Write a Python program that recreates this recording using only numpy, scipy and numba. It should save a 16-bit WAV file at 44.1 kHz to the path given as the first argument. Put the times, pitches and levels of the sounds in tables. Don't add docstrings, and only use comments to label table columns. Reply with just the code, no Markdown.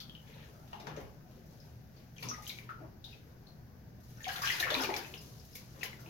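import sys
import numpy as np
from scipy import signal
from scipy.fft import rfft, irfft, next_fast_len
from scipy.io import wavfile
from numba import njit

SR = 44100
rng = np.random.default_rng(int(sys.argv[2]) if len(sys.argv) > 2 else 0)


def unload_audio(sound):
    columns = np.transpose(np.atleast_2d(sound))
    steps = np.round(np.clip(columns, -1, 1) * 32767)
    wavfile.write(sys.argv[1], SR, steps.astype(np.int16))


N = 268657
SPOTS = 6


def bubbles(rise_cycles=0.29, snap=0.76, max_glide=0.032):
    # (time [s], pitch [Hz], level [dB], decay to 1/e [cycles], direct path offset [dB])
    events = [(0.002, 3360, -38.5, 3.7, -7), (0.003, 4450, -35, 2.6, 2), (0.096, 3160, -46.5, 8, 4),
              (0.1511, 2930, -45, 6.9, 3), (0.731, 2780, -43.5, 3.4, 0), (0.7315, 850, -36.5, 2.8, 3.5),
              (0.8022, 690, -51, 5, 4), (0.8564, 424, -48, 3.1, -11), (0.87, 794, -32, 1, -2),
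              (0.8705, 1520, -35, 1.2, 3), (0.872, 148, -43.5, 7.3, 4), (0.89, 219, -48, 3.1, 4),
              (0.9653, 6150, -44, 5.1, 0), (0.9675, 2300, -50, 2.6, 2), (0.9723, 550, -40.5, 4.1, -2),
              (1.02, 114, -42, 5.4, 4), (1.602, 5000, -47, 4, -1), (1.966, 4500, -48.5, 2.6, -6),
              (2.1657, 3100, -51.5, 6, 1), (2.1817, 5960, -49.5, 5.7, 7), (2.1835, 2450, -42, 3.4, 2),
              (2.2268, 2260, -43, 6.9, 4), (2.2275, 920, -43, 3.2, -11), (2.2295, 4450, -46, 7.9, 7),
              (2.235, 118, -40, 4.8, -3), (2.2521, 233, -40.5, 3.7, 2), (2.2553, 5300, -42, 6, 0),
              (2.2559, 490, -52.5, 3, 5), (2.2799, 2500, -47, 5.5, 1), (2.2873, 5820, -22.5, 6.9, -4.5),
              (2.313, 1225, -39.5, 11.6, 5), (2.3343, 1890, -39, 2.9, -3), (2.3823, 796, -47.5, 2.8, 3),
              (2.4315, 1970, -50.5, 4, 2), (2.4445, 2400, -51, 4.3, -1), (2.4672, 3000, -37, 3.2, 3),
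              (2.4947, 3730, -31.5, 3.6, 2), (2.5017, 2260, -38, 3.8, 3.5), (2.587, 2180, -42.5, 4.1, 7.5),
              (2.6908, 1370, -35.5, 3.5, -2), (2.6897, 1291, -44, 16, -12), (2.803, 308, -51.5, 9.4, 3.5),
              (2.808, 618, -49.5, 9.9, -13), (2.839, 910, -53.5, 4.8, 0), (3.042, 3680, -36, 4.9, -3.5),
              (3.1256, 2460, -48.5, 5.9, -12), (3.4682, 4120, -50.5, 7.3, -4), (4.17, 1440, -52, 3.5, -7),
              (4.173, 5460, -54, 5, 4), (4.205, 1710, -44, 4.4, 0), (4.2294, 6560, -33.5, 5.7, -10),
              (4.2434, 3100, -31, 2.1, 2), (4.2542, 2210, -32, 2.4, 0.5), (4.2673, 735, -36, 5.5, 0),
              (4.288, 1600, -33.5, 10, -2), (4.2909, 2960, -33, 4, 1), (4.3148, 4300, -34.5, 3.7, -4),
              (4.3556, 1364, -37, 3.7, 0), (4.3608, 3500, -35.5, 3.6, 2), (4.3696, 740, -44, 6.8, -11),
              (4.3817, 1910, -40.5, 4, 6), (4.4165, 1130, -28, 2.9, -10), (4.4202, 4880, -28.5, 3.6, -3),
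              (4.4368, 1587, -31.5, 7.8, 4), (4.4552, 5600, -27, 5.1, -2), (4.458, 3230, -26.5, 2.3, -2),
              (4.4678, 834, -44, 4.2, 5.5), (4.474, 2860, -19.5, 1.9, 1), (4.5005, 2000, -29, 9.5, 2),
              (4.506, 1890, -34, 6.3, 6.5), (4.518, 4800, -23, 3.1, -22), (4.5373, 930, -39.5, 2.7, -6),
              (4.5842, 1550, -39.5, 5, 2), (4.6006, 354, -49, 2.9, -5), (4.6017, 3760, -32, 4.3, 9.5),
              (4.6052, 687, -37.5, 4.1, -8), (4.608, 1650, -36, 4.6, 4), (4.627, 1760, -29, 10, 4),
              (4.638, 2020, -31, 4.2, 8), (4.644, 2250, -37.5, 6.6, 5), (4.6416, 518, -39, 3.6, -2),
              (4.664, 1066, -38, 4.8, 0), (4.678, 1220, -41, 2.4, -7), (4.7035, 3400, -26.5, 6.5, -1),
              (4.717, 588, -33.5, 2.7, 3), (4.74, 294, -48, 2.2, 4.5), (4.7428, 3820, -23, 2.9, 7),
              (4.7474, 1000, -29, 3.3, 0), (4.7505, 2300, -31.5, 2.8, 10), (4.7668, 255, -37.5, 3.8, 4),
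              (4.7909, 860, -37.5, 7.5, 2), (4.7957, 3230, -34, 4.9, -3), (4.798, 1476, -30, 4.5, 1),
              (4.8073, 5160, -25, 3.7, -2), (4.8139, 740, -38.5, 3.4, 8.5), (4.816, 457, -43.5, 6.3, -5),
              (4.82, 1200, -34, 4.6, -13), (4.8231, 6260, -27, 3.4, -1), (4.8462, 2350, -35, 8.3, 6),
              (4.89, 365.4, -36.5, 3.1, 1.5), (4.8906, 834, -27.5, 3.1, -3), (4.9023, 2080, -34.5, 3.9, 2),
              (4.9407, 2240, -34.5, 5.5, 9), (4.9645, 5240, -33.5, 3.3, 9), (4.9928, 1560, -39, 3.1, 0),
              (5.0462, 2530, -43.5, 5.4, 1.5), (5.1399, 2720, -36, 2.8, 4.5), (5.176, 4980, -41, 5.3, -3),
              (5.3985, 5040, -47, 3.4, 3), (5.53, 5130, -47, 6.7, -6), (5.5545, 2210, -41.5, 2.7, 1),
              (5.5553, 4870, -53, 4.7, 2), (5.811, 2570, -41, 7.2, -6), (5.8158, 445, -49, 4.4, -9),
              (5.8315, 2060, -29, 2.5, 7.5), (5.8324, 7050, -32, 6.5, -2), (5.8566, 2900, -44, 7.1, 4),
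              (5.9307, 1940, -45, 3.3, 5), (5.993, 1370, -50.5, 4, 0), (6.0618, 2530, -48.5, 7.4, 1.5)]
    time_s, hz, level_db, cycles, direct_db = np.transpose(events)
    u_spot, u_glide = rng.random((len(events), 2)).T
    return np.array([ring(u_spot * SPOTS, time_s * SR, hz, cycles, undb(db),
                          max_glide * u_glide, rise_cycles, snap)
                     for db in (level_db, level_db + direct_db)])


@njit
def ring(spot, start, hz, cycles, amp, glide, rise_cycles, snap):
    out = np.zeros((SPOTS, N))
    for e in range(len(start)):
        step_rad = 2 * np.pi * hz[e] / SR
        tau_samples = cycles[e] * SR / hz[e]
        fade, onset_fade = np.exp(-1 / tau_samples), np.exp(-hz[e] / (SR * rise_cycles))
        gain, onset, phase = amp[e], 1., 0.
        for i in range(min(int(6 * tau_samples), N - int(start[e]))):
            out[int(spot[e]), int(start[e]) + i] += gain * (1 - onset) * np.sin(phase)
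            phase += min(step_rad * (1 + glide[e] * i / tau_samples + snap * onset), 3.)
            gain *= fade
            onset *= onset_fade
    return out


def slaps(body_s=0.0082, spatter_s=0.01, rise_s=0.0012, spatter_db=12.5, body_db=-1.0, length=4096):
    # (time [s], level [dB], body offset [dB])
    hits = [(0.0014, -50.5, 6.5), (0.676, -66, 15), (0.7298, -68.5, 23.5), (0.799, -66, 26.5),
            (0.868, -69.5, 33.5), (0.963, -66, 23), (1.0006, -59.5, -3), (1.46, -64, -13),
            (2.1625, -70, 20), (2.197, -57, -10), (2.2256, -48, 15.5), (2.2856, -54, 13),
            (2.421, -50.5, -7), (2.474, -40.5, -18), (2.576, -55.5, -5), (2.6189, -67, 3), (2.696, -65, 14),
            (3.041, -57.5, -8), (4.001, -64, -9), (4.033, -61, -20), (4.08, -64, -15), (4.2028, -65, 14),
            (4.28, -47, 17.5), (4.3294, -44.5, -2), (4.359, -44, 14), (4.417, -38, -9), (4.598, -32.5, 9),
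            (4.7026, -51, 29), (4.8142, -39.5, 2), (4.8347, -41, 17), (4.938, -52.5, 23),
            (4.9632, -39.5, 12.5), (5.1386, -57, 15.5), (5.2105, -53, -11), (5.448, -58, -11),
            (5.5129, -60, -8), (5.5504, -42, -15), (5.811, -56, 13), (5.8314, -39.5, 8),
            (6.002, -54.5, -22)]
    out, t = np.zeros((SPOTS, N + length)), np.arange(length) / SR
    highpass = signal.butter(2, 6000, "high", fs=SR, output="sos")
    bandpass = signal.butter(1, [300, 5000], "band", fs=SR, output="sos")
    for e, (time_s, db, dull_db) in enumerate(hits):
        noise = rng.standard_normal((2, length))
        spatter = signal.sosfilt(highpass, noise[0] * np.exp(-t / spatter_s) * (1 - np.exp(-t / rise_s)))
        body = signal.sosfilt(bandpass, noise[1] * np.exp(-t / body_s))
        slap = undb(spatter_db) * spatter + undb(dull_db + body_db) * body
        start = int(time_s * SR)
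        out[e % SPOTS, start:start + length] += undb(db) / 2 * slap
    return out[:, :N]


def churn():
    large, small, spray, small_hz = stirring()
    out = large * swarm(1500, np.full(N, 550.), span_oct=2.617, cycles=3.8, scatter_db=2.5)
    out += small * swarm(8000, small_hz, span_oct=1.36, cycles=1.35, scatter_db=6.0)
    return out + spray * swarm(30000, np.full(N, 12000.), span_oct=1.68, cycles=0.59, scatter_db=6.5)


def swarm(count, centre_hz, span_oct, cycles, scatter_db):
    u_time, u_pitch, u_size, u_ring, u_spot = rng.random((count, 5)).T
    start = u_time * (N - 1)
    hz = np.minimum(centre_hz[start.astype(int)] * 2 ** (span_oct * (u_pitch - .5)), 17000)
    amp = undb(scatter_db * np.minimum(-np.log(1 - u_size), 3))
    rings = ring(u_spot * SPOTS, start, hz, cycles * (.5 + u_ring), amp,
                 glide=0.029 * u_ring, rise_cycles=0.65, snap=0.)
    return unit(rings) / np.sqrt(SPOTS)


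def stirring(lapping_hz=2300.):
    # (time [s], hold [s], large bubbles [dB], small bubbles [dB], small-bubble pitch [Hz], spray [dB])
    surges = [(0.288, 0.14, -79, -68, 2520, -71), (0.73, 0.01, -66.5, -70, 2670, -77),
              (0.874, 0.01, -56.5, -64, 1830, -78), (0.98, 0.01, -57.5, -65, 2080, -69),
              (1.32, 0.0092, -71, -76, 3970, -70), (1.513, 0.17, -88, -85.5, 4500, -70.5),
              (1.968, .02, -74, -79, 3200, -72), (2.24, 0.029, -59, -73, 4000, -56.5),
              (2.34, .01, -80, -75, 5800, -61), (2.481, 0.01, -75, -62, 3640, -53),
              (2.585, 0.033, -84, -73, 2300, -74), (2.796, 0.025, -66, -76, 1720, -77),
              (3.103, 0.01, -84, -65, 4050, -66.5), (3.47, 0.03, -82, -83, 4000, -76),
              (4.102, .01, -71, -86, 3400, -63), (4.237, 0.011, -72.5, -70.5, 2880, -56.5),
              (4.31, .02, -82, -58, 1630, -51), (4.459, 0.048, -72, -46, 2240, -43),
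              (4.57, 0.008, -72, -51, 2840, -50), (4.688, 0.011, -73, -44, 1890, -53),
              (4.756, 0.0075, -50, -47.5, 3280, -45), (4.863, 0.06, -52.5, -75, 2300, -56),
              (5.035, .01, -63, -62, 2520, -60.5), (5.227, 0.11, -73, -75, 4770, -65.5),
              (5.557, .01, -65, -95, 3640, -59), (5.76, 0.15, -68, -73, 2150, -62),
              (6.073, .01, -61.5, -75, 2680, -63)]
    # (time [s], large bubbles [dB], small bubbles [dB], spray [dB])
    lapping = [(0, -73.5, -98, -71), (.6, -67.5, -88, -69), (1.05, -72, -91, -71), (1.2, -71.5, -94, -80),
               (1.4, -70.5, -86, -77), (2.1, -78, -86, -76), (2.7, -71, -81, -86), (2.95, -73.5, -99, -95),
               (3.25, -71.5, -85, -75), (3.6, -74.5, -93, -86), (3.95, -76, -88, -82), (4.3, -74, -84, -68),
               (5.1, -67, -89, -59), (5.5, -79.5, -91, -65.5), (6.09, -66, -81, -66)]
    rise_db_per_s, fall_db_per_s = [237, 271, 192], [160, 207, 108]
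    t = np.arange(0, N / SR + .01, .002)
    time_s, hold_s, large_db, small_db, surge_hz, spray_db = np.transpose(surges)[..., None]
    before_s, after_s = np.maximum(time_s - t, 0), np.maximum(t - time_s - hold_s, 0)
    lapping_s, *lapping_db = np.transpose(lapping)
    surge_db, powers = (large_db, small_db, spray_db), []
    for db, rise, fall, calm_db in zip(surge_db, rise_db_per_s, fall_db_per_s, lapping_db):
        curves_db = np.vstack([db - rise * before_s - fall * after_s, np.interp(t, lapping_s, calm_db)])
        powers.append(undb(2 * curves_db))
    gains = [np.sqrt(power.sum(axis=0)) for power in powers]
    small_hz = np.append(surge_hz, lapping_hz) @ powers[1] / powers[1].sum(axis=0)
    return [np.interp(np.arange(N) / SR, t, curve) for curve in gains + [small_hz]]


def bathroom(room_feed, direct_feed):
    def hear(x, response):
        return signal.oaconvolve(x[None], response, axes=1)[:, :N]
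    return sum(hear(room, echoes()) + hear(direct, direct_path())
               for room, direct in zip(room_feed, direct_feed))


def direct_path():
    # (mean delay [s], level [dB])
    walls = [(.0025, -7), (.0046, -11.5)]
    response = np.zeros((2, 512))
    right_lag_samples = int(14 * (0.63 + 1.01 * rng.random()))
    response[[0, 1], [0, right_lag_samples]] = 1
    for delay_s, db in walls:
        delay_samples = (delay_s * SR * (.8 + .4 * rng.random(2))).astype(int)
        response[[0, 1], delay_samples] = undb(db)
    return response


def echoes(length=28000, tiles_db=2.5, build_s=0.0036, tub_db=-3.5, tub_decay_s=0.011):
    # (frequency [Hz], reverberation time [s])
    t60 = [(200, 0.24), (600, 0.45), (1500, 0.34), (4000, 0.3), (8000, 0.18), (14000, 0.19)]
    t, noise, tiles = np.arange(length) / SR, diffuse(length), 0
    for centre_hz in 125 * 2. ** np.arange(8):
        def octave(hz):
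            return np.cos(np.pi / 2 * np.clip(np.log2(np.maximum(hz, 1) / centre_hz), -1, 1)) ** 2
        tiles = tiles + shape(noise, octave) * undb(-60 * t / at(t60, centre_hz))
    tiles *= 1 - np.exp(-t / build_s)
    tub = diffuse(length) * np.exp(-t / tub_decay_s) * (t > .001)
    return (undb(tiles_db) * unit(tiles) + undb(tub_db) * unit(tub)) / np.sqrt(length)


def hum(level_db=-52):
    # (frequency [Hz], relative density [dB])
    spectrum = [(25, -14), (45, -6), (75, -2.5), (150, -17), (260, -44), (620, -22.5), (800, -26),
                (1100, -49.5), (1500, -26.5), (2300, -39), (3400, -46), (5000, -36.5), (9000, -39.5),
                (16000, -29)]
    # (frequency [Hz], width [Hz], relative peak [dB])
    room_modes = [(73, 19, -3.5), (121, 10.4, 5), (150.3, 26.6, -0.5), (210.3, 38, -6)]

    def gain(hz):
        mode_power = sum(undb(2 * db) / (1 + (2 * (hz - mode_hz) / width_hz) ** 2)
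                         for mode_hz, width_hz, db in room_modes)
        return np.sqrt(undb(2 * at(spectrum, hz)) + mode_power)
    return undb(level_db) * unit(shape(diffuse(N), gain))


def diffuse(length):
    # (frequency [Hz], left-right coherence [0-1])
    coherence = [(60, 0.89), (130, 0.95), (300, 0.77), (640, 0.48), (1400, 0)]
    mid, side = rng.standard_normal((2, length))
    mid = shape(mid, lambda hz: np.sqrt((1 + at(coherence, hz)) / 2))
    side = shape(side, lambda hz: np.sqrt((1 - at(coherence, hz)) / 2))
    return np.array([mid + side, mid - side])


def undb(db):
    return 10 ** (np.asarray(db) / 20)


def unit(x):
    return x / np.sqrt(np.mean(x ** 2))


def at(table, hz):
    row_hz, values = np.transpose(table)
    return np.interp(np.log(np.maximum(hz, 1)), np.log(row_hz), values)


def shape(x, gain):
    size = next_fast_len(x.shape[-1])
    hz = np.arange(size // 2 + 1) * SR / size
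    return irfft(rfft(x, size) * gain(hz), size)[..., :x.shape[-1]]


def scene():
    room_feed, direct_feed = bubbles() + slaps() + churn()
    return bathroom(room_feed, direct_feed) + hum()


def record(dry, cutoff_hz=15900):
    # (frequency [Hz], gain [dB])
    port_response = [(20, -2.5), (4500, 2), (6300, 0), (7200, -8.5), (8300, -17.5), (9700, -11.5),
                     (11500, -5), (13000, -4), (16000, -8.5)]
    # (frequency [Hz], left over right [dB])
    balance = [(100, 0), (400, 5.5), (900, 3), (2400, 5), (7000, 4), (14000, -1)]
    sides = np.array([[.5], [-.5]])
    ports = shape(dry, lambda hz: undb(at(port_response, hz) + sides * at(balance, hz)))
    return signal.sosfilt(signal.ellip(10, .2, 80, cutoff_hz, fs=SR, output="sos"), ports)


dry = scene()
out = record(dry)
unload_audio(out)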